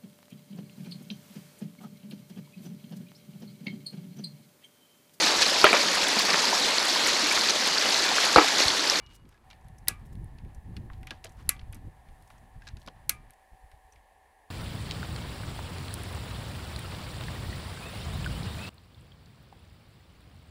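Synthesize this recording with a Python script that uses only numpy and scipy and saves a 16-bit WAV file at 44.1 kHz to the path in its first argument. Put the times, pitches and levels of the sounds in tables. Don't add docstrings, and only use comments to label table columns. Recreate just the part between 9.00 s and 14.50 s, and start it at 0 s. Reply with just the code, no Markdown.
import sys
import numpy as np
from scipy import signal
from scipy.fft import rfft, irfft, next_fast_len
from scipy.io import wavfile
from scipy.ndimage import uniform_filter1d, map_coordinates

SR = 44100
rng = np.random.default_rng(int(sys.argv[2]) if len(sys.argv) > 2 else 0)


def transcribe(u):
    v = np.clip(np.atleast_2d(u).T, -1, 1)
    q = np.round(v * 32767).astype(np.int16)
    wavfile.write(sys.argv[1], SR, q)


def how_loud(loudness_db):
    steps = np.asarray(loudness_db, float) / 20
    return 10 ** steps


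N = 242671

# (time [s], level [dB])
WIND = [(0, -56), (.28, -60), (.38, -64), (.62, -58.5), (1.03, -49), (1.6, -53.5), (2.05, -56.5),
        (2.6, -47.5), (2.85, -48.5), (2.94, -63.5), (3.2, -59), (3.48, -58), (3.65, -53), (3.9, -62),
        (4.08, -52), (4.28, -53.5), (4.33, -72), (4.45, -69.5), (5.5, -69.5)]
# (time [s], peak [dB], length [s], sharpness [dB])
GUSTS = [(0.25, -68.5, 0.05, 10), (0.512, -55.5, 0.078, -7), (0.683, -63.5, 0.11, 6),
         (1.203, -47.5, 0.14, 2), (1.343, -51, 0.067, -8), (1.455, -51.5, 0.084, 2),
         (1.576, -48, 0.037, -13), (1.757, -49, 0.14, 5), (1.858, -50.5, 0.045, -2), (4.3, -65, 0.037, 2),
         (1.968, -46.5, 0.15, -6.5), (0.907, -60.5, 0.11, 4), (2.378, -54, 0.041, -37),
         (2.528, -62, 0.083, 4), (2.75, -58, 0.04, 0), (2.871, -54.5, 0.046, 6), (2.995, -54.5, 0.05, -5),
         (3.109, -52, 0.074, -17), (3.58, -53, 0.057, -7.5), (3.764, -56.5, 0.097, -2),
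         (3.877, -58, 0.029, 0), (4.537, -52, 0.032, -9), (4.655, -55, 0.062, -23.5),
         (4.754, -61, .08, -19.5), (4.866, -64, 0.039, -23), (4.978, -59, 0.068, -10.5)]
# (frequency [Hz], level [dB])
LOW_EDDIES = [(12, -28.5), (25, 2), (50, 4), (85, -3), (130, -33), (300, -59.5)]
SMALL_EDDIES = [(50, -31), (95, 0.5), (130, -5), (200, -13), (330, -20), (600, -35), (1200, -77)]
# (time [s], peak [dB], rate [Hz], lean [0-1])
POPS = [(1.447, -36, 60.7, 0.83), (1.661, -42, 60.6, 0.75), (2.631, -33.5, 60, 0.8),
        (2.695, -38, 60.7, 0.66), (3.74, -32.5, 64.3, 0.75), (4.535, -53, 60.1, 0.38),
        (4.644, -49.5, 59.6, 0.5), (4.743, -48.5, 60, 0.6), (4.852, -57, 60, 0.5), (.654, -41, 88.5, 0.6),
        (0.732, -40.5, 69.5, 0.56), (0.932, -38.5, 100, .45), (1.004, -40.5, 60.4, 0.06),
        (1.123, -39, 90, .7), (1.154, -34.5, 100, 0.36), (1.176, -33.5, 120, 0.3), (1.197, -34.5, 79, 0.65),
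        (1.219, -37, 80, 0.96), (1.237, -36, 70, .8), (1.569, -43, 50, 0.3), (1.587, -41, 60, 0.04),
        (1.697, -42, 100, 0.1), (1.707, -35, 99, 0.46), (1.735, -42, 99, .2), (1.766, -33, 81, 0.3),
        (1.782, -36, 120, 0.9), (1.797, -44, 82, .9), (1.807, -37, 101, 0.4), (1.918, -37, 40, .9),
        (2.455, -41, 80.06, 0.1), (2.484, -36, 102.5, 0), (2.878, -43.5, 39.7, 0.72),
        (3.563, -39.5, 80, 0.6), (3.578, -40.5, 78.7, 0.76)]
SHELTER_S, EXPOSED_DB, SHELTERED_DB = 4.32, -3, -25.5

# (frequency [Hz], density [dB per Hz])
OPEN_AIR = [(120, -26), (200, 3.5), (425, -2), (1350, -6), (1550, -22), (1610, -9), (5000, -37),
            (6500, -64), (11000, -120)]
DRONE = [(88, -41.5), (150, -21.5), (367, -20), (425, -12.5), (464, -16), (660, -9.5), (764, -7.5),
         (799, -5.5), (1090, -13), (1240, -30), (1540, -28.5), (1640, -14.5), (1800, -11), (2000, -19),
         (2440, -24.5), (3130, -28.5), (5000, -36.5), (6500, -68.5), (11000, -120)]
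# (frequency [Hz], density [dB per Hz])
DULL_HISS = [(2060, -37), (3500, -7), (12100, -7), (13300, -18), (15400, -14.5), (16500, -24)]
HISS = [(2060, -38.5), (3500, -11.5), (6360, -8), (8970, -5), (10500, -3), (12200, -10.5), (15300, -9),
        (16100, -16), (16500, -33.5)]
# (time [s], level [dB])
WHINE = [(.44, -65), (.9, -69), (1.12, -85), (1.24, -72), (1.86, -70.5), (1.98, -64), (2.27, -66),
         (2.58, -69), (3.6, -67.5), (3.74, -75), (3.88, -69), (4.23, -70), (4.75, -65.5), (4.92, -72),
         (5.5, -70)]
# (time [s], length [s], lift [dB])
BRUSH = [(3.303, 0.39, 2), (4.7, 0.49, 1), (2.4, .25, 2), (1.1, .3, 0.4), (3.2, .3, 1.5),
         (5.24, 0.33, -1.5)]
CUT_S, BLADE_HZ = .437, 758.5
OPEN_DB, DRONE_DB, DULL_DB, HISS_DB = -68.5, -64, -80.5, -77

# (frequency [Hz], level [dB])
CLOTH = [(500, -31.5), (900, 4), (1300, -0.5), (2500, -7.5), (4500, -14.5), (8000, -39)]
# (time [s], length [s], level [dB])
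SHIFTS = [
    (0.01, 0.2, -74.5),
    (2.35, 0.38, -72),
]
RUSTLE_DB, SETTLED_DB = -73.5, -80

# (start [s], stop [s])
RING_S = [(0, .2), (0, .15), (0, .22), (.014, .243), (.345, .4), (.512, .56), (2.108, 2.17), (2.257, 2.33),
          (4.923, 4.98), (3.62, 3.66), (3.669, 3.7), (3.686, 3.72), (2.072, 2.105)]
# (frequency [Hz], level [dB], t60 [s], rise [s])
LONE_RINGS = [(1186, -66, 0.82, 0.00092), (2080, -62, 0.18, .001), (2310, -65, 0.7, .001),
              (2887, -56.5, 0.78, 0.015), (1670, -55.5, 0.093, 0.0026), (2350, -54, 0.087, 0.0018),
              (1643, -33.5, 0.057, 0.00091), (662, -48, 0.1, 0.0034), (5870, -56.5, 0.0462, .001),
              (1610, -47.5, 0.045, 0.0016), (1655, -38, 0.053, 0.0021), (1630, -46, 0.037, 0.0018),
              (1700, -59, 0.11, .003)]

# (time [s], shaft [dB], mount [dB], tip [dB])
SEATS = [(0.0687, -48, -66, -76), (0.2534, -71, -60.5, -85), (0.5106, -38.5, -48, -88),
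         (0.5299, -44, -53, -78), (1.1534, -54.5, -62, -60), (1.2435, -64, -79, -53.5),
         (1.4484, -66, -58.5, -70), (1.7664, -33, -45.5, -54.5), (1.933, -46.5, -56, -75.5),
         (2.0127, -68, -67, -66), (2.031, -75, -47.5, -58), (2.0753, -52, -48, -70),
         (2.1068, -25, -36.5, -52), (2.1094, -46, -47, -49.5), (2.241, -31, -47, -64),
         (2.2546, -36.5, -45.5, -71), (2.267, -37, -54, -71), (2.565, -49, -55, -78),
         (2.5933, -38.5, -53, -80), (2.6126, -56, -54, -79), (2.7313, -48, -46, -57),
         (3.087, -56, -57.5, -74.5), (3.3025, -56, -50, -60), (3.8166, -46.5, -74, -74),
         (3.883, -35, -56, -67), (4.2972, -70, -61, -71.5), (4.9592, -58, -56.5, -76.5),
         (.197, -62, -74, -85), (.236, -71, -73, -85), (.325, -60, -60, -82), (.376, -66, -63, -83),
         (3.828, -55, -70, -64)]
TAPS = [(.063, -44, -65, -78), (0.29, -75, -63, -86), (.3436, -70, -61, -81), (0.5019, -43, -52, -62),
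        (0.684, -53.5, -64, -56.5), (0.874, -40, -36.5, -69), (0.876, -53, -55, -69.5),
        (1.3846, -50, -55, -65), (1.7719, -63, -50, -58), (2.0706, -40.5, -40.5, -46),
        (2.117, -52, -60, -72), (3.2236, -57, -72, -55.5), (3.6201, -51, -52.5, -68.5),
        (3.6697, -42, -43.5, -75), (3.676, -33.5, -49, -80.5), (3.6863, -35.5, -48, -81),
        (3.7693, -42, -53, -60), (3.863, -42.5, -68, -57), (3.8744, -34.5, -43.5, -72),
        (3.879, -55.5, -56, -59), (4.3063, -58, -61, -45), (4.7152, -52, -53, -61), (0.108, -62, -57, -75),
        (.222, -69, -72, -85), (2.174, -62, -70, -75)]
GRAZES = [(.783, -48.5, -70, -61), (1.052, -81, -61.5, -72), (1.547, -49, -64, -57.5),
          (2.15, -63, -73.5, -73), (2.2442, -32.5, -44.5, -45), (2.2933, -50, -69, -63),
          (2.32, -55, -68, -63), (2.7258, -49, -56, -46), (2.7453, -43, -59, -46),
          (2.7514, -48.5, -57.5, -54), (3.275, -55, -64.5, -61), (3.38, -56, -63, -76),
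          (4.3347, -54.5, -63, -62), (4.9232, -49.5, -65.5, -74.5), (4.933, -58, -64, -74),
          (.645, -58, -80, -80), (.61, -62, -70, -72), (2.767, -68, -73, -63), (.995, -64, -71, -68)]
# (frequency [Hz], t60 [s])
CONTACT = [
    (3050, 0.01),
    (3900, 0.009),
    (5950, 0.018),
]
# (frequency [Hz], width [Hz], level [dB])
TIP = [(6800, 900, -8), (8550, 700, 0.5), (10900, 1200, 1), (12380, 1200, -2.5), (14300, 1800, -11.5)]
# (time [s], level [dB], frequency [Hz], t60 [s])
KNOCKS = [(0.9, -42.5, 734, 0.086), (.883, -49, 710, 0.067), (2.108, -38.5, 710, 0.16),
          (2.245, -40.5, 580, 0.094), (2.257, -57, 860, 0.12), (2.49, -40.5, 695, 0.033),
          (3.303, -49.5, 820, 0.026), (3.876, -39, 660, 0.13), (3.876, -44, 230, 0.23),
          (2.11, -45, 254, 0.11), (3.879, -34, 1170, 0.035), (3.672, -49, 1240, 0.054),
          (4.095, -41.5, 800, 0.05), (2.112, -42, 1260, 0.044), (1.9, -39.5, 1220, 0.026),
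          (2.492, -48, 360, 0.027), (.884, -45, 390, .06), (4.096, -50, 270, 0.075), (0.0051, -59, 750, .2)]

# (time [s], length [s], level [dB], centre [Hz])
RUBS = [(0.132, 0.078, -65.5, 2780), (0.152, 0.034, -61, 6250), (0.293, 0.0058, -64, 7300),
        (0.324, 0.098, -75.5, 3500), (1.066, 0.018, -67, 8070), (1.13, 0.015, -67, 8000),
        (3.313, 0.024, -70, 5000), (3.664, 0.079, -70, 3000), (3.82, 0.054, -70.5, 5980),
        (3.866, 0.022, -68, 2000), (2.266, 0.029, -70, 4000), (2.464, 0.025, -67.5, 2990),
        (2.4, 0.064, -69, 4600)]

# (leaving [s], landing [s], rebound [s])
STRIKE_S = [
    (.8830, .8841, .8845),
    (2.4916, 2.4927, 2.4931),
    (4.0942, 4.0953, 4.0957),
]
# (leaving [dB], landing [dB], rebound [dB], rattle [dB])
SLIPS = [
    (-6.5, -2, -14.5, -27.5),
    (-10.5, -2, -17.5, -26.5),
    (-7.5, -5, -7, -27),
]
CAM_HZ = [2270, 2750, 4280, 4830, 6050, 6900, 8240, 8750, 9850, 10400, 11200, 12200, 12900, 13800]
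# (width [Hz], slip 1 [dB], slip 2 [dB], slip 3 [dB])
CAM = [(450, -10.5, -12.5, -11.5), (400, -22.5, -18.5, -14), (395, -2, -15, 2), (350, -1, -19, -15),
       (400, -9.5, -10, -5.5), (450, -14.5, -12, -18), (350.3, -15, -5, -14.5), (400, -7, -8.5, -5),
       (400, -6.5, -8.5, -3.5), (450, -4, 1, -4), (600, 2.5, -0.5, 3.5), (499.8, -12.5, -15, 0),
       (499, -8.5, -13, -4.5), (600, -9.5, -14.5, 2)]
EDGE_DB = [-18.5, -13, -14.5]
SHEEN_DB = [-26, -23.5, -24]
# (frequency [Hz], density [dB per Hz])
RATTLE = [(290, -57), (500, -25), (1190, -7.5), (1520, -8), (1660, -8), (1810, -16.5), (2320, -1),
          (3070, -9.5), (11000, -2.5), (16500, -33)]
MURMUR_DB = [-17, -18.5, -19.5]
MURMUR_T60_S = 0.2
MOUNT_HZ = [1150, 1222, 1448, 1669, 1972, 2070, 2342, 2704, 2826, 2200, 2520]
# (t60 [s], slip 1 [dB], slip 2 [dB], slip 3 [dB])
MOUNT = [(0.22, -45.5, -44.5, -52.5), (.3, -45.5, -53.5, -47), (0.054, -56, -53, -48),
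         (0.11, -32.5, -34, -34.5), (.16, -46, -39, -48), (0.13, -46.5, -35, -40),
         (0.22, -43.5, -44.5, -40), (0.08, -36, -36.5, -43), (0.07, -43, -46.5, -44.5),
         (.12, -48.5, -45, -45), (.14, -46.5, -48, -45.5)]
MOUNT_RISE_S, MOUNT_WIDTH_HZ, MOUNT_WAKES_DB = 0.014, 90, -0.5
TWIN_GAP, TWIN_DB, TWIN_LIFE = .011, -5.5, 0.41


def unit(x):
    return x / np.sqrt(np.mean(x ** 2) + 1e-20)


def curves(rows):
    s, *cols = np.transpose(rows)
    return [np.interp(np.arange(N) / SR, s, c) for c in cols]


def wobble(rate, size=N):
    knots = rng.standard_normal(int(size * rate / SR) + 4)
    return map_coordinates(knots, [np.arange(size) * rate / SR])


def filtered(x, response):
    m = next_fast_len(len(x) + min(8192, len(x) // 3))
    return irfft(rfft(x, m) * response(np.fft.rfftfreq(m, 1 / SR)), m)[:len(x)]


def noise(spectrum, size=N):
    f, db = np.transpose(spectrum)
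    colour = lambda hz: how_loud(np.interp(np.log(hz + 1), np.log(f), db))
    return unit(filtered(rng.standard_normal(size), colour))


def steady(x, span_s):
    power = np.abs(uniform_filter1d(x * x, round(span_s * SR)))
    return unit(x / np.sqrt(power + 0.2))


def bell(s, length):
    return np.exp(-(2 * (np.arange(N) / SR - s) / length) ** 2)


def switch(s, before, after, span_s):
    share = np.clip((np.arange(N) / SR - s) / span_s, 0, 1)
    return (1 - share) * before + share * after


def add(track, s, sound):
    part = track[round(s * SR):][:len(sound)]
    part += sound[:len(part)]


def resonance(f, hz, width_hz):
    return 1j * f * width_hz / (hz * hz - f * f + 1j * f * width_hz)


def body(modes):
    return lambda f: sum((-1) ** k * how_loud(db) * resonance(f, hz, w) for k, (hz, w, db) in enumerate(modes))


def ring(hz, db, t60, t, rise, grip_db):
    grip = how_loud(grip_db * wobble(55, size=len(t)))
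    drift = .15 * grip_db * wobble(45, size=len(t))
    decay = how_loud(db - 60 * t / t60) * (1 - np.exp(-t / rise))
    return grip * decay * np.sin(2 * np.pi * hz * t + drift)


def burst(hz, width_hz, fade):
    push = fade * rng.standard_normal(len(fade)) * how_loud(3.2 * wobble(900, size=len(fade)))
    push[8] += 4 * fade.max()
    x = filtered(push, lambda f: resonance(f, hz, width_hz) ** 3)
    return x / np.abs(x).max()


def wind():
    breeze = how_loud(curves(WIND)[0])
    low = breeze + sum(how_loud(db) * bell(s, length) for s, db, length, _ in GUSTS)
    small = breeze * how_loud(switch(SHELTER_S, EXPOSED_DB, SHELTERED_DB, span_s=0.036))
    small = small + sum(how_loud(db + sharp_db) * bell(s, length) for s, db, length, sharp_db in GUSTS)
    lumps = 1.3 * wobble(23)
    out = low * unit(how_loud(lumps) * steady(noise(LOW_EDDIES), span_s=0.023))
    fine_lumps = how_loud(2 * lumps + 1.2 * wobble(45))
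    out = out + small * unit(fine_lumps * steady(noise(SMALL_EDDIES), span_s=.05))
    for s, db, hz, lean in POPS:
        u = (np.arange(SR // 10) / SR - .02) * hz * 4.15
        add(out, s - .02, 2 * how_loud(db) * (u + lean - .5) * np.exp(-u * u))
    return out


def surroundings():
    far = switch(CUT_S, how_loud(OPEN_DB) * noise(OPEN_AIR), how_loud(DRONE_DB) * noise(DRONE), span_s=.003)
    hiss = switch(CUT_S, how_loud(DULL_DB) * noise(DULL_HISS), how_loud(HISS_DB) * noise(HISS), span_s=.003)
    phase = 2 * np.pi * BLADE_HZ * np.arange(N) / SR + 0.5 * wobble(8.5)
    tone = np.sin(phase) * how_loud(curves(WHINE)[0] + 1.6 * wobble(25) + 3.0)
    brush_db = sum(db * bell(s, length) for s, length, db in BRUSH)
    out = how_loud(0.28 * wobble(20)) * far + switch(CUT_S, 0, tone, span_s=.003)
    return out + how_loud(0.44 * wobble(8.2) + brush_db) * hiss


def cloth():
    effort = how_loud(switch(SHELTER_S, RUSTLE_DB, SETTLED_DB, span_s=0.17))
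    effort = effort + sum(how_loud(db) * bell(s, length) for s, length, db in SHIFTS)
    return effort * how_loud(3.3 * wobble(30)) * noise(CLOTH)


def lone_rings():
    out = np.zeros(N)
    for (start, stop), (hz, db, t60, rise) in zip(RING_S, LONE_RINGS):
        t = np.arange(round((stop - start) * SR)) / SR
        damping = np.clip((t[-1] - t) / 0.0099, 0, 1)
        add(out, start, ring(hz, db, t60, t, rise, grip_db=1.5) * damping)
    return out


def bit():
    out, t = np.zeros(N), np.arange(SR // 8) / SR
    fade = lambda t60: how_loud(-60 * t / np.clip(t60, .003, .2)) * (1 - np.exp(-t / 0.00032))
    mount_modes = body([(hz, MOUNT_WIDTH_HZ, 0) for hz in MOUNT_HZ])
    for contacts, (shaft_hz, t60) in zip((SEATS, TAPS, GRAZES), CONTACT):
        for s, shaft_db, mount_db, tip_db in contacts:
            ping = burst(shaft_hz, .4 * shaft_hz, fade(t60))
            overtone = burst(1.3 * shaft_hz, 0.96 * shaft_hz, fade(2.5 * t60))
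            shaft = how_loud(shaft_db - 5.5) * (ping + how_loud(-1.0) * overtone)
            thud = burst(2100, 3800, fade(1.1 * t60) + how_loud(-17.5) * fade(0.23))
            woken = filtered(burst(1900, 2500, fade(1.1 * t60)), mount_modes)
            mount = how_loud(mount_db + 3.5) * thud
            mount = mount + how_loud(mount_db + MOUNT_WAKES_DB) * woken / np.abs(woken).max()
            tip = filtered(burst(10000, 9000, fade(.6 * t60)), body(TIP))
            add(out, s, shaft + mount + how_loud(tip_db + 5.5) * tip / np.abs(tip).max())
    for s, db, hz, t60 in KNOCKS:
        add(out, s, how_loud(db) * burst(hz, 1.0 * hz, fade(t60)))
    return out


def fingers():
    grain = how_loud(3.4 * wobble(340))
    out = np.zeros(N)
    for s, length, db, hz in RUBS:
        skin = unit(filtered(rng.standard_normal(N), lambda f: resonance(f, hz, 1.56 * hz) ** 2))
        out += how_loud(db) * bell(s, length) * grain * skin
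    return out


def cam():
    out, t = np.zeros(N), np.arange(SR // 3) / SR
    for k, (times, (*strike_db, rattle_db)) in enumerate(zip(STRIKE_S, SLIPS)):
        steel = lambda f: sum(how_loud(dbs[k]) * resonance(f, hz, w) for hz, (w, *dbs) in zip(CAM_HZ, CAM))
        for at, db in zip(times, strike_db):
            chatter = 0.15 * rng.standard_normal(len(t)) * how_loud(-60 * t / 0.0036)
            blow = (t == 0) + chatter
            contact = 1 - np.exp(-(t + 1 / SR) / 0.00011)
            strike = filtered(blow, steel) * contact
            add(out, at, how_loud(db) * strike / np.abs(strike).max())
        add(out, times[0], how_loud(EDGE_DB[k]) * burst(5400, 7000, how_loud(-60 * t / .004)))
        add(out, times[0], how_loud(SHEEN_DB[k]) * burst(15200, 3000, how_loud(-60 * t / 0.0074)))

        fade = how_loud(-60 * t / .03) + how_loud(-11.0 - 60 * t / 0.13)
        rattle = noise(RATTLE, size=len(t))
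        dense_band = unit(filtered(rattle, lambda f: resonance(f, 1800, 2700) ** 2))
        murmur = how_loud(MURMUR_DB[k] - 60 * t / MURMUR_T60_S) * dense_band
        add(out, times[1], how_loud(rattle_db) * (fade * rattle + murmur))

        for hz, (t60, *dbs) in zip(MOUNT_HZ, MOUNT):
            mode = ring(hz, dbs[k], t60, t, MOUNT_RISE_S, grip_db=1.33)
            twin_hz, twin_db = hz * (1 - TWIN_GAP), dbs[k] + TWIN_DB
            twin = ring(twin_hz, twin_db, TWIN_LIFE * t60, t, MOUNT_RISE_S, grip_db=5.5)
            add(out, times[0], mode + twin)
    return out


def scene():
    return (wind() + surroundings() + cloth() + lone_rings() + bit() + fingers() + cam())[None]


def top_cut(x):
    return signal.sosfilt(signal.butter(12, 17030, fs=SR, output="sos"), x)


def record(dry):
    heard = filtered(dry[0], lambda f: 1 / (1 + (f / 16000) ** 24))[None]
    heard = heard / (1 + np.abs(heard / .62) ** 6) ** (1 / 6)
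    return top_cut(heard)


dry = scene()
out = record(dry)
transcribe(out)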